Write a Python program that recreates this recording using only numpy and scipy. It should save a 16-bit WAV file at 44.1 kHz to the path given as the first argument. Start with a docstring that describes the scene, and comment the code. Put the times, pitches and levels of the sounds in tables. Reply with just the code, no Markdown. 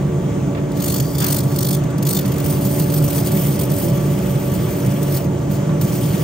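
"""Shoe factory: an extractor fan roars in its sheet-metal duct and hums at its blade rate; far machines hiss.
A boot is pressed on a spinning buffing wheel: four strokes on leather, then long passes along rubber.
The wheel is out of round, so the scraping throbs once a turn. Light contact squeals; the boot body drones.
Air, scraping, squeal and drone are shaped noise, the blade hum is sines, thuds are filtered noise bursts.
Two close microphone ports hear it."""
import sys
import numpy as np
from scipy import signal
from scipy.io import wavfile
from scipy.ndimage import uniform_filter1d

SR = 44100
rng = np.random.default_rng(int(sys.argv[2]) if len(sys.argv) > 2 else 0)


def persist_wave(psi):
    """Save psi, clipped to +-1, as 16-bit WAV."""
    counts = np.round(np.clip(psi, -1, 1) * 32767).astype(np.int16)
    wavfile.write(sys.argv[1], SR, np.atleast_2d(counts).T)


N = 275075

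# All spectra are relative: noise() scales its result to rms 1.
# Port pair. Each row: frequency in Hz, left-right likeness 0-1, left lead in radians, left over right in dB.
PORTS = [(20, .99, 0, 0), (100, .993, -.08, -.7), (200, .985, -.2, -1.6), (330, .8, -.6, -.6),
         (700, .6, -.9, -3), (1150, .55, -.5, -1), (1600, .3, -1, -1), (2050, .75, 0, .3),
         (3000, .62, 1.1, .5), (4400, .75, .3, 1.2), (5500, .45, 1.2, 1), (6700, .58, .8, 2),
         (7600, .6, 2.6, 4), (8200, .85, 5.8, 2.5), (8700, .9, 6.1, .3), (9700, .62, 4.7, 0),
         (10550, .985, np.pi, 0), (10900, .999, np.pi, 0), (11900, .995, np.pi, 0), (12600, .72, 2, 0),
         (13300, .8, .8, 0), (14000, .99, 0, 0), (14900, .98, 0, 0), (15800, .72, -.8, .5)]
EDGE_HZ = 15780  # top of the recorder's band

# Duct turbulence. Each row: frequency in Hz, density in dB per Hz.
AIR_SPECTRUM = [(20, -48), (32, -49), (50, -20.5), (85, -15), (140, -16.5), (250, -17.5), (500, -24.5),
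                (800, -31.5)]
# Duct resonances. Each row: frequency in Hz, width in Hz, density in dB per Hz.
DUCT_RESONANCES = [(96, 19, -13.5), (142.4, 32, 0.5), (189.6, 21, -4.5), (218, 14, -16.5), (267, 18, -28),
                   (301, 25, -20.5), (342, 20, -14), (367.5, 43.4, -12), (457, 35, -18), (505, 30, -28.5),
                   (558.7, 16, -19.5), (602, 34, -24), (658, 59, -23), (928, 140, -35)]
# Roar level. Each row: time in seconds, level in dB.
ROAR_LEVEL = [(0, -17.5), (.6, -18.5), (2.2, -18), (2.5, -17), (2.9, -17.5), (3.1, -17), (3.7, -17),
              (4, -16.5), (4.3, -17.5), (4.6, -17), (5.25, -17), (5.6, -18.5), (6.24, -17)]

BLADE_HZ = 287.2  # mean blade rate
# Blade tones. Each row: multiple of the blade rate, left and right rms level before waver and swell in dB,
# left lead in radians, rms waver in dB, share of the low swell, share of the high swell.
BLADE_TONES = [(1, -31, -29.5, -0.82, 1.14, 0.86, 0.), (2, -37, -33.5, -0.98, 1.64, 0.16, .9),
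               (3, -45, -46, -1.58, 0.3, 0.27, 0.57), (4, -50.5, -48, -0.16, 2.05, -.3, 0.)]
# Slow swell of the hum. Each row: time in seconds, low swell in dB, high swell in dB.
HUM_SWELL = [(0, -2.5, -8), (.7, 2, 0), (2.2, -0.5, -4.5), (2.4, 2.5, 1.5), (2.9, 2.5, 2.5), (3.6, 1.5, 1),
             (3.9, -2, 5), (4.3, -1.5, 0), (5.3, 0, -1), (5.9, -1, 3), (6.24, -1.5, -2)]

# Other machines in the hall. Each row: frequency in Hz, density in dB per Hz.
SHOP_SPECTRUM = [(300, -85), (800, -69), (1200, -67.5), (1700, -72.5), (2500, -76), (3300, -77),
                 (4200, -86), (5300, -84.5), (6300, -79), (7200, -80), (8200, -84.5), (9200, -89),
                 (11000, -106), (13000, -108), (16000, -94)]

# Dull scrapes and thuds. Each row: start in seconds, level before rise and decay in dB, rise in seconds,
# t60 in seconds, top frequency in Hz.
THUDS = [(.547, -30, .004, 0.076, 3600), (.568, -32, .008, 0.2, 2000), (1.2, -24.5, 0.023, 0.44, 2000),
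         (2.25, -24.5, .001, .022, 5000), (5.692, -26.5, .002, .07, 1200)]

# Boot body. Each row: frequency in Hz, density in dB per Hz.
BODY_SPECTRUM = [(700, -23), (1200, -4.5), (1700, -4.5), (2200, -3), (2700, -4.5), (3300, -2), (3800, -13),
                 (4500, -14)]
# Boot drone while the rubber drags. Each row: time in seconds, level before waver in dB.
DRONE_LEVEL = [(2.2, -40.5), (2.5, -42), (3.23, -44), (3.28, -40.5), (5.2, -40), (5.27, -57), (5.8, -58),
               (5.81, -41.5), (6.24, -38.5)]

WHEEL_HZ = 49.3
SAME_GRIT, SAME_SQUEAL = .4, .7  # likeness of one turn to the last, 0-1
# Leather squeal at light contact. Each row: time in seconds, level before throb and waver in dB.
SQUEAL_LEVEL = [(1, -75), (1.04, -47), (1.09, -45), (1.15, -45), (1.19, -43), (1.24, -40), (1.3, -52),
                (1.45, -70)]
# Squeal bands. Each row: frequency in Hz, width in Hz, level in dB.
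SQUEAL_BANDS = [(4560, 60, 0), (4710, 60, 0), (5170, 50, -4), (5460, 50, -8)]

# Fine dust, before the housing dips. Each row: frequency in Hz, density in dB per Hz.
HISS_SPECTRUM = [(2500, -14), (4500, -7.5), (6500, -8.5), (7800, -3.5), (8800, -3), (10000, -2.5),
                 (11500, -1), (13500, 0.5), (16000, -1.5)]
# Grit tearing leather, before toe cap and housing. Each row: frequency in Hz, density in dB per Hz.
LEATHER_SPECTRUM = [(1500, -46), (2700, -10), (3300, -2), (4200, -4), (5000, -3), (7500, -1.5), (9000, -7),
                    (11000, -9)]
# Toe cap resonances. Each row: frequency in Hz, width in Hz, lift in dB.
TOE_CAP_RESONANCES = [(3550, 400, 2.5), (4500, 700, 5), (5900, 600, 4), (7000, 700, 4), (8800, 700, 4)]
# Grit dragging rubber, before the housing dips. Each row: frequency in Hz, density in dB per Hz.
RUBBER_SPECTRUM = [(900, 1.5), (1800, -10), (2600, -2), (3300, -2), (4000, -4), (4800, -0.5), (5700, 0.5),
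                   (7000, 1.5), (8500, -4), (11000, -38)]
# Echo cancellations of the wheel housing. Each row: frequency in Hz, width in Hz, dip in dB.
HOUSING_DIPS = [(3900, 350, -4), (6000, 350, -3), (7450, 450, -4)]

# Boot resting lightly on the wheel. Each row: start in seconds, end in seconds, contact level in dB.
TOUCHES = [(0.774, 1.765, -43), (2.07, 3.67, -48), (3.71, 3.9, -40), (3.93, 5.225, -42.5), (5.24, 5.8, -57),
           (5.836, 6.3, -38)]
TOUCH_DB_PER_S, LEAVE_DB_PER_S = 400, 263
# Boot pushed harder. Each row: start in seconds, rise in seconds, length in seconds, contact level in dB,
# change to the end in dB, throb depth 0.1 s after the start in dB, lag of the high spot in turns.
PUSHES = [(0.812, 0.077, .17, -28, -3.5, 6.5, 0.51), (1.181, 0.025, 0.2, -29, 0.5, 7.5, 0.36),
          (1.572, 0.016, 0.172, -32, 1, 8, 0.28), (2.051, 0.0068, 0.14, -30, 0.5, 6.5, 0.025),
          (2.303, 0.017, 0.11, -40, -4, 5, 0.44), (2.423, 0.09, 0.19, -31.5, -10.5, 1, 0.56),
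          (2.59, 0.029, 0.25, -34, -0.5, 0.5, 0.62), (2.846, 0.14, .135, -30, -3.5, 2, 0.073),
          (2.996, 0.05, 0.06, -32, 0, 2, .1), (3.079, 0.11, 0.16, -28.5, -9, 2, 0.1),
          (3.238, 0.037, 0.036, -28, 0, 0, 0.14), (3.29, 0.092, 0.27, -30.5, -5, 1, 0.13),
          (3.591, 0.0065, 0.067, -31, -7.5, 4, .15), (3.691, 0.014, 0.18, -34.5, 0.5, 1.5, 0.41),
          (4.404, .05, 0.17, -40.5, 1.5, 5, 0.82), (4.667, .03, 0.17, -38, -3.5, 2, .1),
          (5.063, 0.11, 0.12, -30.5, -5, 0.5, 0.66), (5.497, 0.018, 0.19, -39, -21, -1, 0.92),
          (5.83, 0.11, 0.14, -34.5, -2, 0, .2)]
# Relative to the push level at first, then to its end level.
PUSH_FROM_DB, RELEASE_S, RELEASE_DB, TRAIL_S, TRAIL_DB = -10.5, 0.0083, -4.5, 0.038, -16
REST_THROB_DB, THROB_FADES_DB_PER_S = 0, 13
BITE_SLIP_TURNS = .025  # rms, high spot early or late

# Grazes of the high spot. Each row: time in seconds (onset 3 ms sooner), contact level before the pulse
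# shape in dB.
GRAZES = [(.717, -40.5), (.775, -54), (.803, -35), (.824, -38), (.845, -37), (1.001, -27.5), (1.151, -34),
          (1.185, -30), (1.403, -37), (1.436, -40), (1.518, -40), (1.561, -28), (1.838, -39.5),
          (1.905, -42), (1.982, -33), (2.027, -27.5), (2.258, -34), (2.279, -35), (2.319, -36),
          (2.382, -34), (2.402, -34), (2.443, -34), (2.462, -27), (2.499, -33), (2.525, -35), (2.653, -31),
          (2.798, -30), (2.94, -26.5), (2.977, -35), (3.04, -36), (3.079, -30), (3.104, -30), (3.13, -30),
          (3.158, -34), (3.2, -36), (3.261, -37.5), (3.318, -27), (3.369, -41), (3.558, -43), (3.592, -32),
          (3.613, -33), (3.635, -36), (3.785, -36), (3.825, -42), (3.883, -37), (4.308, -39), (4.549, -36),
          (4.862, -35), (5.03, -31), (5.244, -47), (5.814, -27)]
GRAZE_S, SMALL_GRAZES_PER_S, SMALL_GRAZE_DB = 0.01, 5, -5  # small: by chance, dB against contact

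TURN_OVER_S = 2.2  # boot turned from leather to rubber
REST_DB, HISS_DB = -42, 6  # reference contact; hiss over contact
LEATHER_RASP_DB, RUBBER_RASP_DB = 5, 1.8  # over contact at REST_DB, before RASP_LIFT
LEATHER_RASP_SINKS, RUBBER_RASP_SINKS = 0.18, 0.71  # dB lost per dB of push
RASP_FILLS = .25  # share of the throb the rasp lacks: it sounds on between bites
# Rasp drop with the boot nearly clear, end values held. Each row: time in seconds, change in dB.
RASP_LIFT = [(5.26, -3.5), (5.3, -5), (5.79, -1), (5.8, -0.5)]


def gain_of(db):
    """Decibels to gain."""
    return 10 ** (np.asarray(db) / 20)


def evened(x):
    """Scales to rms 1."""
    return x / np.sqrt(np.mean(x ** 2) + 1e-20)


def read(points, hz):
    """Reads the columns of a spectrum table on a log-frequency axis."""
    f, *columns = np.transpose(points)
    return np.squeeze([np.interp(np.log(hz + 30), np.log(f + 30), c) for c in columns])


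def over_time(points, t, **ends):
    """Reads a two-column time table along t."""
    return np.interp(t, *np.transpose(points), **ends)


def wander(hz):
    """Slow chance up to hz, rms 1."""
    steps = rng.standard_normal(round(N / SR * hz * 2) + 2)
    return evened(signal.resample(steps, N))


def each_turn(x, same):
    """The same grit comes round again: every turn repeats part of the one before."""
    turn = round(SR / WHEEL_HZ)
    rows = np.pad(x, [(0, 0), (0, -N % turn)]).reshape(len(x), -1, turn)
    mixed = signal.lfilter([np.sqrt(1 - same ** 2)], [1, -same], rows, axis=1)
    return mixed.reshape(len(x), -1)[:, :N]


def noise(gain, size, patchy_db, diffuse, lean_db=0., patch_hz=690, patch_s=0.028):
    """Noise with a patchy spectrum as the two ports hear it; diffuse sound is less alike in the ports."""
    frames, hz = 4 * N // size + 5, np.fft.rfftfreq(size, 1 / SR)
    a, b, c, d, patches = rng.standard_normal((frames, len(hz), 5)).T
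    patches = uniform_filter1d(patches, size=round(patch_hz / hz[1]), axis=0)
    patches = evened(uniform_filter1d(patches, size=round(4 * patch_s * SR / size), axis=1))
    same, lead, left_db = read(PORTS, hz)[:, :, None]
    same = np.clip(same, 0, 1) ** (1 + max(diffuse, 0))
    left_db = left_db + lean_db * np.exp(-((hz[:, None] - 6500) / 1800) ** 2)
    first = a + 1j * b
    second = same * first + np.sqrt(1 - same ** 2) * (c + 1j * d)
    left = first * np.exp(1j * lead) * gain_of(left_db / 2)
    right = second * gain_of(-left_db / 2)
    z = np.array([left, right]) * gain(hz)[:, None] * gain_of(patchy_db * patches)
    return evened(signal.istft(z, nperseg=size, noverlap=size * 3 // 4)[1][:, :N])


def shop():
    """Far machines blend to a smooth hiss, stronger on the left around 6.5 kHz."""
    def gain(hz):
        return gain_of(read(SHOP_SPECTRUM, hz))
    far = noise(gain, size=1024, patchy_db=1.5, diffuse=0.51, lean_db=4.5)
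    return gain_of(-39.5 + 1.1 * wander(4.5)) * far


def roar():
    """Air noise booms in the resonances of the duct."""
    def gain(hz):
        booms = sum(gain_of(db) ** 2 / (1 + (2 * (hz - f) / w) ** 2) ** 2 for f, w, db in DUCT_RESONANCES)
        air = gain_of(read(AIR_SPECTRUM + [(3000, -56.5)], hz))
        return np.sqrt(air ** 2 + booms * (hz > 40))
    level_db = over_time(ROAR_LEVEL, np.arange(N) / SR)
    return noise(gain, size=4096, patchy_db=.5, diffuse=0.) * gain_of(level_db)


def blades():
    """Blades passing the fan outlet give a near-steady tone and overtones that waver in the hall."""
    turns = np.cumsum(BLADE_HZ + 0.24 * wander(1.5)) / SR
    s, *swells = np.transpose(HUM_SWELL)
    low_db, high_db = (np.interp(np.arange(N) / SR, s, db) for db in swells)
    out = np.zeros((2, N))
    for k, left_db, right_db, lead, waver_db, low, high in BLADE_TONES:
        angle = 2 * np.pi * (round(k) * turns + rng.random()) + np.array([[lead], [0]])
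        change_db = waver_db * wander(6.5) + low * low_db + high * high_db
        level = gain_of([[left_db], [right_db]] + change_db)
        out += np.sqrt(2) * level * np.sin(angle)
    return out


def thuds():
    """Short bursts of dull noise that swell and die in the hall."""
    t, out = np.arange(N) / SR, np.zeros((2, N))
    lowpass = signal.butter(2, 3200, fs=SR, output="sos")
    lowered = signal.sosfilt(lowpass, rng.standard_normal((2, N)))
    for s, db, rise, t60, top_hz in THUDS:
        u = np.maximum(t - s, 0)
        dull = signal.sosfilt(signal.butter(1, [650, top_hz], "band", fs=SR, output="sos"), lowered)
        out += evened(dull) * np.minimum(u / rise, 1) * gain_of(db - 60 * u / t60)
    return out


def drone():
    """The hollow boot sounds along smoothly, without the throb of the wheel."""
    def gain(hz):
        return gain_of(read(BODY_SPECTRUM, hz))
    body = noise(gain, size=512, patchy_db=2.2, diffuse=.1)
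    level_db = over_time(DRONE_LEVEL, np.arange(N) / SR, left=-120)
    return body * gain_of(level_db + 1.4 * wander(20))


def squeal():
    """Narrow bands of friction noise that nearly repeat each turn."""
    def gain(hz):
        return sum(gain_of(db) / (1 + (2 * (hz - f) / w) ** 2) for f, w, db in SQUEAL_BANDS)
    t = np.arange(N) / SR
    band = noise(gain, size=2048, patchy_db=1., diffuse=0., patch_hz=200, patch_s=.05)
    throb_db = 5.5 * np.cos(2 * np.pi * (WHEEL_HZ * t - .03))
    level_db = over_time(SQUEAL_LEVEL, t, left=-120, right=-120)
    return each_turn(band, SAME_SQUEAL) * gain_of(level_db + throb_db + 1.5 * wander(60))


def housing(hz):
    """Gain of the scraping, dipped where the housing echo cancels it."""
    return gain_of(sum(db * np.exp(-(2 * (hz - f) / width) ** 2) for f, width, db in HOUSING_DIPS))


def dust_gain(hz):
    """Spectrum of the fine-dust hiss inside the housing."""
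    return housing(hz) * gain_of(read(HISS_SPECTRUM, hz))


def leather_gain(hz):
    """Spectrum of the leather rasp, lifted at the resonances of the toe cap."""
    lift_db = sum(db * np.exp(-(2 * (hz - f) / width) ** 2) for f, width, db in TOE_CAP_RESONANCES)
    return housing(hz) * gain_of(read(LEATHER_SPECTRUM, hz) + lift_db)


def rubber_gain(hz):
    """Spectrum of the rubber rasp inside the housing."""
    return housing(hz) * gain_of(read(RUBBER_SPECTRUM, hz))


def touch_db(t, start, end, db):
    """Light contact: a level flanked by steep dB ramps."""
    coming = TOUCH_DB_PER_S * np.maximum(start - t, 0)
    leaving = LEAVE_DB_PER_S * np.maximum(t - end, 0)
    return db - coming - leaving


def push_db(t, start, rise, length, db, change_db):
    """A push rises, drifts, drops quickly, then trails off."""
    corners_s = np.cumsum(np.abs([0, rise, length - rise, RELEASE_S, TRAIL_S]))
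    corners_db = [PUSH_FROM_DB, 0, change_db, change_db + RELEASE_DB, change_db + TRAIL_DB]
    return db + np.interp(t - start, corners_s, corners_db, left=-100, right=-100)


def pressure(t):
    """Contact level in dB, depth of the throb, and where on the turn the high spot meets the boot."""
    rest_db = np.max([touch_db(t, *touch) for touch in TOUCHES], axis=0)
    pushes_db = np.max([push_db(t, *push[:5]) for push in PUSHES], axis=0)
    columns = np.transpose(PUSHES)
    latest = np.maximum(np.searchsorted(columns[0], t) - 1, 0)
    start, *_, throb_db, lag = columns[:, latest]
    throb_db = throb_db - THROB_FADES_DB_PER_S * (t - start - .1)
    pushed = np.clip((pushes_db - rest_db) / 4.6, 0, 1)
    depth_db = REST_THROB_DB + pushed * (throb_db - REST_THROB_DB)
    return np.maximum(rest_db, pushes_db), depth_db, lag


def grazes(press_db):
    """The high spot alone brushes the boot: a quick swell of contact."""
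    u = np.arange(0, 3 * GRAZE_S, 1 / SR) / GRAZE_S
    pulse = np.minimum(u * 2.0, 1) * np.exp(-u ** 2)
    hits = gain_of(press_db + SMALL_GRAZE_DB) * (rng.random(N) < SMALL_GRAZES_PER_S / SR)
    for s, db in GRAZES:
        hits[round((s - .003) * SR)] += gain_of(db)
    return signal.oaconvolve(hits, pulse)[:N]


def buffing():
    """Hiss and rasp follow the pressure, throb once a turn and flicker as the hands shift."""
    t = np.arange(N) / SR
    rubber_share = np.clip((t - TURN_OVER_S) / 0.11, 0, 1)
    press_db, depth_db, lag = pressure(t)
    angle = 2 * np.pi * (WHEEL_HZ * t - lag - .07 + BITE_SLIP_TURNS * wander(22))
    bite = np.cos(angle + 0.25 * (np.cos(angle) - 1))  # bites fast, lets go slowly
    throb_db = depth_db * (1 + 0.17 * wander(25)) * (bite - .25)  # no two turns bite alike
    brushed = grazes(press_db)
    flicker_db = 0.91 * wander(45) + 1.22 * wander(300)
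    contact = gain_of(press_db + throb_db + flicker_db) + brushed
    press_db = 20 * np.log10(gain_of(press_db) + 0.36 * np.abs(brushed))

    hiss = noise(dust_gain, size=256, patchy_db=2.1, diffuse=0., patch_hz=900, patch_s=.04)
    leather = noise(leather_gain, size=512, patchy_db=3.5, diffuse=.1, patch_hz=300, patch_s=.05)
    rubber = noise(rubber_gain, size=256, patchy_db=4.5, diffuse=.1, patch_hz=600, patch_s=.012)
    grit = np.sqrt(1 - rubber_share) * leather + np.sqrt(rubber_share) * rubber
    rasp = each_turn(grit, SAME_GRIT)

    base_db = np.interp(rubber_share, [0, 1], [LEATHER_RASP_DB, RUBBER_RASP_DB])
    sinks = np.interp(rubber_share, [0, 1], [LEATHER_RASP_SINKS, RUBBER_RASP_SINKS])
    over_rest_db = np.maximum(press_db - REST_DB, -6.0)
    rasp_db = base_db - sinks * over_rest_db + over_time(RASP_LIFT, t)
    rasp_db = rasp_db - RASP_FILLS * throb_db + 0.82 * wander(30)
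    return contact * (gain_of(HISS_DB) * hiss + gain_of(rasp_db) * rasp)


def scene():
    """All sources at the two ports."""
    return shop() + roar() + blades() + thuds() + drone() + squeal() + buffing()


def record(dry):
    """The band limit of the recorder: a steep linear-phase low-pass."""
    lowpass = signal.firwin(1023, EDGE_HZ, window=("kaiser", 7), fs=SR)
    return signal.oaconvolve(dry, lowpass[None], "same")


dry = scene()
out = record(dry)
persist_wave(out)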